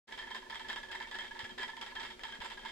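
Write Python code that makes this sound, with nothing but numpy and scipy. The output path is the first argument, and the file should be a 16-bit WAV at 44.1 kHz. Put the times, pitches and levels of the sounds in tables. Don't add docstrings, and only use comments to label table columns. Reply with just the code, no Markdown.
import sys
import numpy as np
from scipy import signal
from scipy.fft import rfft, irfft, next_fast_len
from scipy.io import wavfile
from scipy.ndimage import uniform_filter1d, map_coordinates

SR = 44100
rng = np.random.default_rng(int(sys.argv[2]) if len(sys.argv) > 2 else 0)


def to_linear_factor(level_db):
    exponent = np.asarray(level_db, float) / 20
    return 10 ** exponent


def put_to_file(sound):
    columns = np.atleast_2d(sound).T
    safe = np.clip(columns, -1, 1)
    whole_steps = np.round(safe * 32767)
    wavfile.write(sys.argv[1], SR, whole_steps.astype(np.int16))


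N = 119511


def unit(x):
    return x / np.sqrt(np.mean(x ** 2) + 1e-20)


def along(points, hz):
    f, v = np.transpose(points)
    return np.interp(np.log(hz + 1), np.log(f + 1), v)


def wobble(rate_hz):
    knots = rng.standard_normal(int(N * rate_hz / SR) + 4)
    return map_coordinates(knots, [np.arange(N) * rate_hz / SR])


def filtered(x, response):
    m = next_fast_len(N + SR // 4)
    return irfft(rfft(x, m) * response(np.fft.rfftfreq(m, 1 / SR)), m)[..., :N]


def body(modes_hz, modes):
    def response(f):
        total = 0
        for k, (c, (width_hz, left_db, right_db, lag_rad)) in enumerate(zip(modes_hz, modes)):
            ports = to_linear_factor([[left_db], [right_db]]) * np.exp([[0], [-1j * lag_rad]])
            damping = 1j * f * width_hz
            total = total + (-1) ** k * ports * damping / (c * c - f * f + damping)
        return total / (1 + 1j * f / modes_hz[-1]) ** 2
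    return response


def pair(spectrum, alike, apart_hz=3000):
    def colour(hz):
        return to_linear_factor(along(spectrum, hz)) * (hz > spectrum[0][0] / 2)

    def turn(hz):
        return np.arccos(np.clip(alike, -1, 1) / (1 + (hz / apart_hz) ** 2)) / 2

    mid, side = filtered(rng.standard_normal((2, N)), colour)
    mid = filtered(mid, lambda hz: np.cos(turn(hz)))
    side = filtered(side, lambda hz: np.sin(turn(hz)))
    return unit(np.array([mid + side, mid - side]))


def chatter(times_s, levels_db, swell_s, t60_s, draw):
    first = np.arange(draw.shape[2]) == 0
    lag_s = 0.045 * draw[:, 0] * ~first
    scatter_db = 4.5 * (2 * draw[:, 1] - 1)
    size = to_linear_factor(8.5 * first - 60 * lag_s / t60_s + scatter_db)
    size = size * (1 - np.exp(-(lag_s + 0.0011) / swell_s))
    size = -to_linear_factor(levels_db)[:, None] * size / np.linalg.norm(size, axis=1, keepdims=True)
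    at = np.minimum(np.round((times_s[:, None] + lag_s) * SR).astype(int), N)
    return np.bincount(at.ravel(), size.ravel(), N + 1)[:N]


# [t/s, glass level/dB, plate level over glass/dB]
CONTACTS = [(0.0788, -52, 2), (0.109, -56, 9.5), (0.122, -42, 0), (0.1761, -39, -0.5),
            (0.2195, -46.5, 6.5), (0.2707, -49, 6), (0.3051, -42, 1.5), (0.3466, -38, 1.5),
            (0.4184, -52.5, -3), (0.4607, -69, 2), (0.4987, -39.5, -4), (0.5263, -49, 5),
            (0.5449, -40.5, -2.5), (0.5953, -42, 2), (0.6448, -47, 0.5), (0.6849, -37, -2.5),
            (0.6992, -38, 0.5), (0.7603, -38, 2), (0.83, -44, -1.5), (0.8853, -49.5, -4),
            (0.9146, -40.5, -4), (0.9491, -39.5, 3.5), (1.0016, -39.5, 1.5), (1.0715, -47, -7),
            (1.1123, -40, 0.5), (1.144, -41.5, -1), (1.1862, -38.5, 2), (1.2379, -41, 2),
            (1.3096, -47.5, -4), (1.3498, -46.5, 4.5),
            (1.392, -37.5, -0.56), (1.442, -41.5, -1.2), (1.494, -46, -1.4), (1.5789, -38, 0.67),
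                 (1.6093, -40, -0.32), (1.6298, -41, -1.3), (1.6791, -41, -0.36), (1.7303, -60, -1),
                 (1.767, -44, -1), (1.8126, -37, -0.4), (1.8626, -41.5, -1.2), (1.9192, -56, -1.2),
                 (1.9528, -40, -0.71), (1.9979, -37.5, -0.52), (2.0299, -39.5, -0.86),
                 (2.0501, -40.5, -1.3), (2.1015, -44, -1.8), (2.1938, -46, -1.2), (2.235, -38, -0.067),
                 (2.2841, -44, -0.39), (2.3234, -42, -0.73), (2.403, -42, -0.69), (2.415, -40, -0.71),
                 (2.4465, -37.5, -1), (2.501, -39.5, -1.1), (2.5739, -45.5, -0.68), (2.6104, -51.5, -0.79),
                 (2.6321, -51, -0.71), (2.65, -39.5, -0.66), (2.6846, -43, -0.48)]
# [t/s, level/dB]
KNOCKS = [(0.1259, -43), (0.3603, -38.5), (0.3631, -40), (0.5567, -39), (0.7044, -43.5), (0.7296, -35.5),
          (0.9172, -41), (0.9201, -45), (0.9453, -49), (0.9523, -45), (1.1545, -37), (1.2078, -39),
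          (1.3956, -41), (1.5828, -45), (1.6024, -38.5), (1.6297, -35), (1.6328, -37), (1.8161, -39.5),
          (1.958, -45), (2.0375, -46), (2.251, -39), (2.4186, -43.5)]


def contacts():
    s, glass_db, plate_db = np.transpose(CONTACTS)
    draw = rng.random((60, 2, 26))[:len(s)]
    knock_s, knock_db = np.transpose(KNOCKS)
    knocks = -np.bincount(np.round(knock_s * SR).astype(int), to_linear_factor(knock_db - 6), N)
    on_glass = chatter(s, glass_db, swell_s=0.00094, t60_s=0.25, draw=draw) + knocks
    snap_s, spike_db = 0.0014, -7
    power = signal.lfilter([1], [1, -np.exp(-1 / (snap_s * SR))], on_glass ** 2)
    puffs = np.sqrt(abs(power)) * pair([(12, 0)], 0.38, 5000)
    on_plate = chatter(s, glass_db + plate_db, swell_s=0.0018, t60_s=0.12, draw=draw) + knocks
    return on_plate, on_glass, unit(puffs) + to_linear_factor(spike_db) * unit(on_glass)


def excited(taps, response, tap_db, rub_db):
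    rub = to_linear_factor(11.9 * wobble(40.09)) * rng.standard_normal(taps.shape)
    return to_linear_factor(tap_db) * unit(filtered(taps, response)) + to_linear_factor(rub_db) * unit(filtered(rub, response))


PLATE_LOW_HZ = [870, 922, 1010, 1292, 1343]
PLATE_HIGH_HZ = [1685, 1747, 1870, 1946, 2140, 2261]
# [width/Hz, left level/dB, right level/dB, right lag/rad]
PLATE_LOW_MODES = [(62, -14.5, -6.5, 0.52), (37.8, -19.5, 1, 0.2), (39, -9, -2, 0.95),
                   (30, -14, -15.5, 1.5), (30.2, -7, -10, 0.64)]
PLATE_HIGH_MODES = [(62.4, -9, -10, 0.2), (34.8, -7, -5.5, 0.25), (51, -13.5, -11.5, 0.53),
                    (50, -14, -9.5, 0.57), (18.6, -5.5, -10, 0.37), (23.7, -11, -8.5, 1.87)]


def plate(taps):
    low = excited(taps, body(PLATE_LOW_HZ, PLATE_LOW_MODES), tap_db=-55.5, rub_db=-76)
    high = excited(taps, body(PLATE_HIGH_HZ, PLATE_HIGH_MODES), tap_db=-53.5, rub_db=-61.5)
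    return low + high


FLASK_HZ = [2715, 3125, 3196, 3378, 3575, 3853, 4066, 4817, 5092, 5760, 7300, 7606, 7980, 9750]
# [width/Hz, left level/dB, right level/dB, right lag/rad]
FLASK_MODES = [(38, -10, -18, 1.4), (61.3, -6, 1.5, 0.14), (27.8, 3.5, 6, 1.32), (30.6, -11, -2.5, 0.97),
               (30.2, -7, 0, 1.1), (40, -9, -10, 1.57), (24.7, -27, -11.5, 0.69), (25.7, -13, -12, 0.14),
               (60.3, -26, -16, 2.85), (220, -22, -18.5, 2.5), (200, -18, -18.5, 1.21), (70, -18, -12.5, 2),
               (49.4, -18, -20.5, 1.4), (590, -28.5, -26.5, 2.24)]


def flask(taps):
    return excited(taps, body(FLASK_HZ, FLASK_MODES), tap_db=-52.5, rub_db=-72.5)


# [f/Hz, left level/dB, right level/dB]
CLICK = [(151, -22, -32), (490, -4.5, -22.5), (1260, -4.5, 1), (1890, 5.5, -4), (4820, -21, -3),
         (6000, -40, -24), (8830, -27.5, -35), (14300, -32.5, -37)]


def click(snaps):
    hz, *sides = np.transpose(CLICK)

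    def response(f):
        return to_linear_factor([np.interp(np.log(f + 1), np.log(hz), side_db) for side_db in sides])

    return excited(snaps, response, tap_db=-53.5, rub_db=-65)


def bar():
    on_plate, on_glass, snaps = contacts()
    rattle = plate(on_plate) + flask(on_glass) + click(snaps)
    effort = unit(np.sqrt(abs(uniform_filter1d(on_glass ** 2, size=3500))))
    return rattle, effort


# [peak t/s, high ring level/dB, high ring f/Hz, low level over high/dB]
RINGS = [(0.094, -54.5, 1775, -0.5), (0.128, -41.5, 1722, -8.5), (0.2, -37, 1752, -19),
         (0.238, -42, 1784, -8), (0.276, -45, 1704, -11), (0.315, -49.5, 1754, 4),
         (0.352, -39, 1770, -4), (0.378, -49, 1650, -4), (0.429, -51, 1680, 1),
         (0.469, -49, 1750, -4), (0.505, -48.5, 1725, 1), (0.532, -38.5, 1746, -7),
         (0.614, -44.5, 1744, -3.5), (0.652, -39.5, 1737, -15), (0.706, -31, 1738, -11.5),
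         (0.777, -39.5, 1694, -13), (0.803, -52, 1630, -6), (0.839, -40.5, 1712, -16),
         (0.888, -48.5, 1764, -12), (0.907, -42.5, 1664, -6), (0.932, -40, 1767, -9),
         (0.954, -38.5, 1740, -3.5), (1.011, -34, 1739, -8), (1.075, -46.5, 1780, -3),
         (1.132, -43, 1733, -16), (1.149, -34.5, 1713, -18), (1.171, -48, 1830, -2),
         (1.212, -36, 1743, -15.5), (1.26, -44, 1727, -25), (1.316, -40.5, 1686, -7),
         (1.364, -41, 1736, -12), (1.407, -42, 1750, -6), (1.457, -42, 1700, -19),
              (1.502, -42.5, 1738, -10), (1.598, -39, 1730, -18), (1.625, -38, 1683, -7),
              (1.649, -52, 1720, -7), (1.696, -41.5, 1701, -7), (1.738, -41.5, 1760, -8.5),
              (1.776, -49, 1780, 1), (1.805, -50, 1730, -4), (1.874, -59.5, 1800, 6),
              (1.927, -47.5, 1690, -2.5), (1.972, -34.5, 1742, -23), (1.989, -42, 1680, -4),
              (2.014, -55, 1745, -16), (2.038, -49, 1690, -22), (2.055, -52, 1722, -4),
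              (2.109, -56, 1630, 7), (2.208, -48, 1736, -19), (2.253, -45, 1740, 0), (2.272, -51, 1670, 1),
              (2.292, -46.5, 1673, -6), (2.338, -42, 1650, -21), (2.42, -46.5, 1630, 2.5),
              (2.461, -54.5, 1730, 7.5), (2.517, -49, 1680, 2), (2.58, -44, 1645, -5),
              (2.638, -52, 1650, -3), (2.657, -49.5, 1620, 8)]


def rings():
    s, high_db, high_hz, low_over_db = np.transpose(RINGS)[..., None]
    rise_s, fall_s, glide_hz_per_s, rough_rad = 0.0049, 0.0093, 2070, 0.43
    draw = rng.random((len(s), 4))
    t = np.arange(-SR // 40, SR // 16) / SR
    swell = np.where(t < 0, np.exp(-(t / rise_s) ** 2 / 2), 1 / np.cosh(t / fall_s) ** 2)
    at = np.round(s * SR).astype(int) + np.arange(len(t)) - SR // 40
    at = np.clip(at, 0, N - 1).ravel()
    low_db = high_db + low_over_db - 4
    partner_db = low_db - 3 + 6 * (2 * draw[:, -1:] - 1)
    # f/Hz, level/dB, left over right/dB, right lag/rad
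    voices = [(high_hz, high_db - 1.5, 0.3, 0.4),
              (911.6, low_db, -11.5, 0.43),
              (1004, partner_db, -4, 0.86)]
    out = np.zeros((2, N))
    for k, (hz, level_db, pan_db, lag_rad) in enumerate(voices):
        cycles = hz * t + glide_hz_per_s * t * t / 2 + draw[:, k:k + 1]
        phase = 2 * np.pi * cycles + rough_rad * wobble(70)[at].reshape(len(s), -1)
        for port, side in enumerate((1, -1)):
            wave = to_linear_factor(level_db) * swell * np.sin(phase + side * lag_rad / 2)
            out[port] += to_linear_factor(side * pan_db / 2) * np.bincount(at, wave.ravel(), N)
    return out


# [f/Hz, t60/s]
ROOM = [(300, 0.095), (2000, 0.25), (8000, 0.35)]


def room(x):
    hz, _, z = signal.stft(rng.standard_normal((2, SR // 3)), SR, nperseg=256)
    t = _
    decay = to_linear_factor(-60 * t / along(ROOM, hz)[:, None])
    tail = signal.istft(z * decay, SR, nperseg=256)[1]
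    delayed = np.pad(x, ((0, 0), (130, 0)))
    return signal.fftconvolve(delayed, tail / np.linalg.norm(tail[0]), axes=1)[:, :N]


MOTOR_HZ = [221, 248, 368, 560]
# [width/Hz, left level/dB, right level/dB, right lag/rad]
MOTOR_MODES = [(11.4, -9.5, -8, 0.22), (9.8, -9, -5, 0.29), (14.6, -2, 0, 0.93), (138, -7, -6.5, 2.12)]


def motor(effort):
    drive = rng.standard_normal(N) * (1 + 0.81 * effort)
    return to_linear_factor(-59.5) * unit(filtered(drive, body(MOTOR_HZ, MOTOR_MODES)))


# [t/s, level/dB, f/Hz, left over right/dB]
NUDGES = [
    (1.431, -43, 91, 6),
    (1.517, -52.5, 220, 28),
    (1.596, -38, 383, 6),
    (2.388, -43, 215, 4),
    (2.4, -41, 42.5, 7),
]


def nudges():
    rise_s, t60_s = 0.0037, 0.053
    out = np.zeros((2, N + SR))
    t = np.arange(SR // 8) / SR
    for s, db, hz, tilt_db in NUDGES:
        bump = to_linear_factor(db - 60 * t / t60_s) * np.sin(2 * np.pi * hz * t) * (1 - np.exp(-t / rise_s))
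        out[:, round(s * SR):][:, :len(t)] += to_linear_factor([[tilt_db / 2], [-tilt_db / 2]]) * bump
    return out[:, :N]


# [f/Hz, level/dB]
RUMBLE = [(15, 1), (30, 6.5), (45, -2.5), (65, -5.5), (90, -10.5), (150, -11.5), (400, -57), (900, -120)]


def rumble():
    rise_s, sway_db = 0.22, 2
    level = to_linear_factor(-64.5 + sway_db * wobble(5.48))
    return level * pair(RUMBLE, 0.79) * np.clip(np.arange(N) / SR / rise_s, 0, 1) ** 2


# [f/Hz, level/dB per Hz]
HISS = [(70, -4), (150, 0), (400, 3), (700, 2), (1500, -1.5), (4000, -3), (8000, -12), (15000, -26.5)]


def hiss():
    return to_linear_factor(-60.5) * pair(HISS, 0.31)


def scene():
    rattle, effort = bar()
    rattle = rattle + rings()
    return rattle + to_linear_factor(-5) * room(rattle) + motor(effort) + hiss() + nudges() + rumble()


def roll_off(x):
    return signal.sosfilt(signal.butter(12, 16160, fs=SR, output="sos"), x)


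def record(dry):
    start_s, fade_s, top_hz = 0.071, 0.018, 15750
    fade = np.clip((np.arange(N) / SR - start_s) / fade_s, 0, 1)
    mix = filtered(dry, lambda hz: hz < top_hz) * fade
    return roll_off(mix)


dry = scene()
out = record(dry)
put_to_file(out)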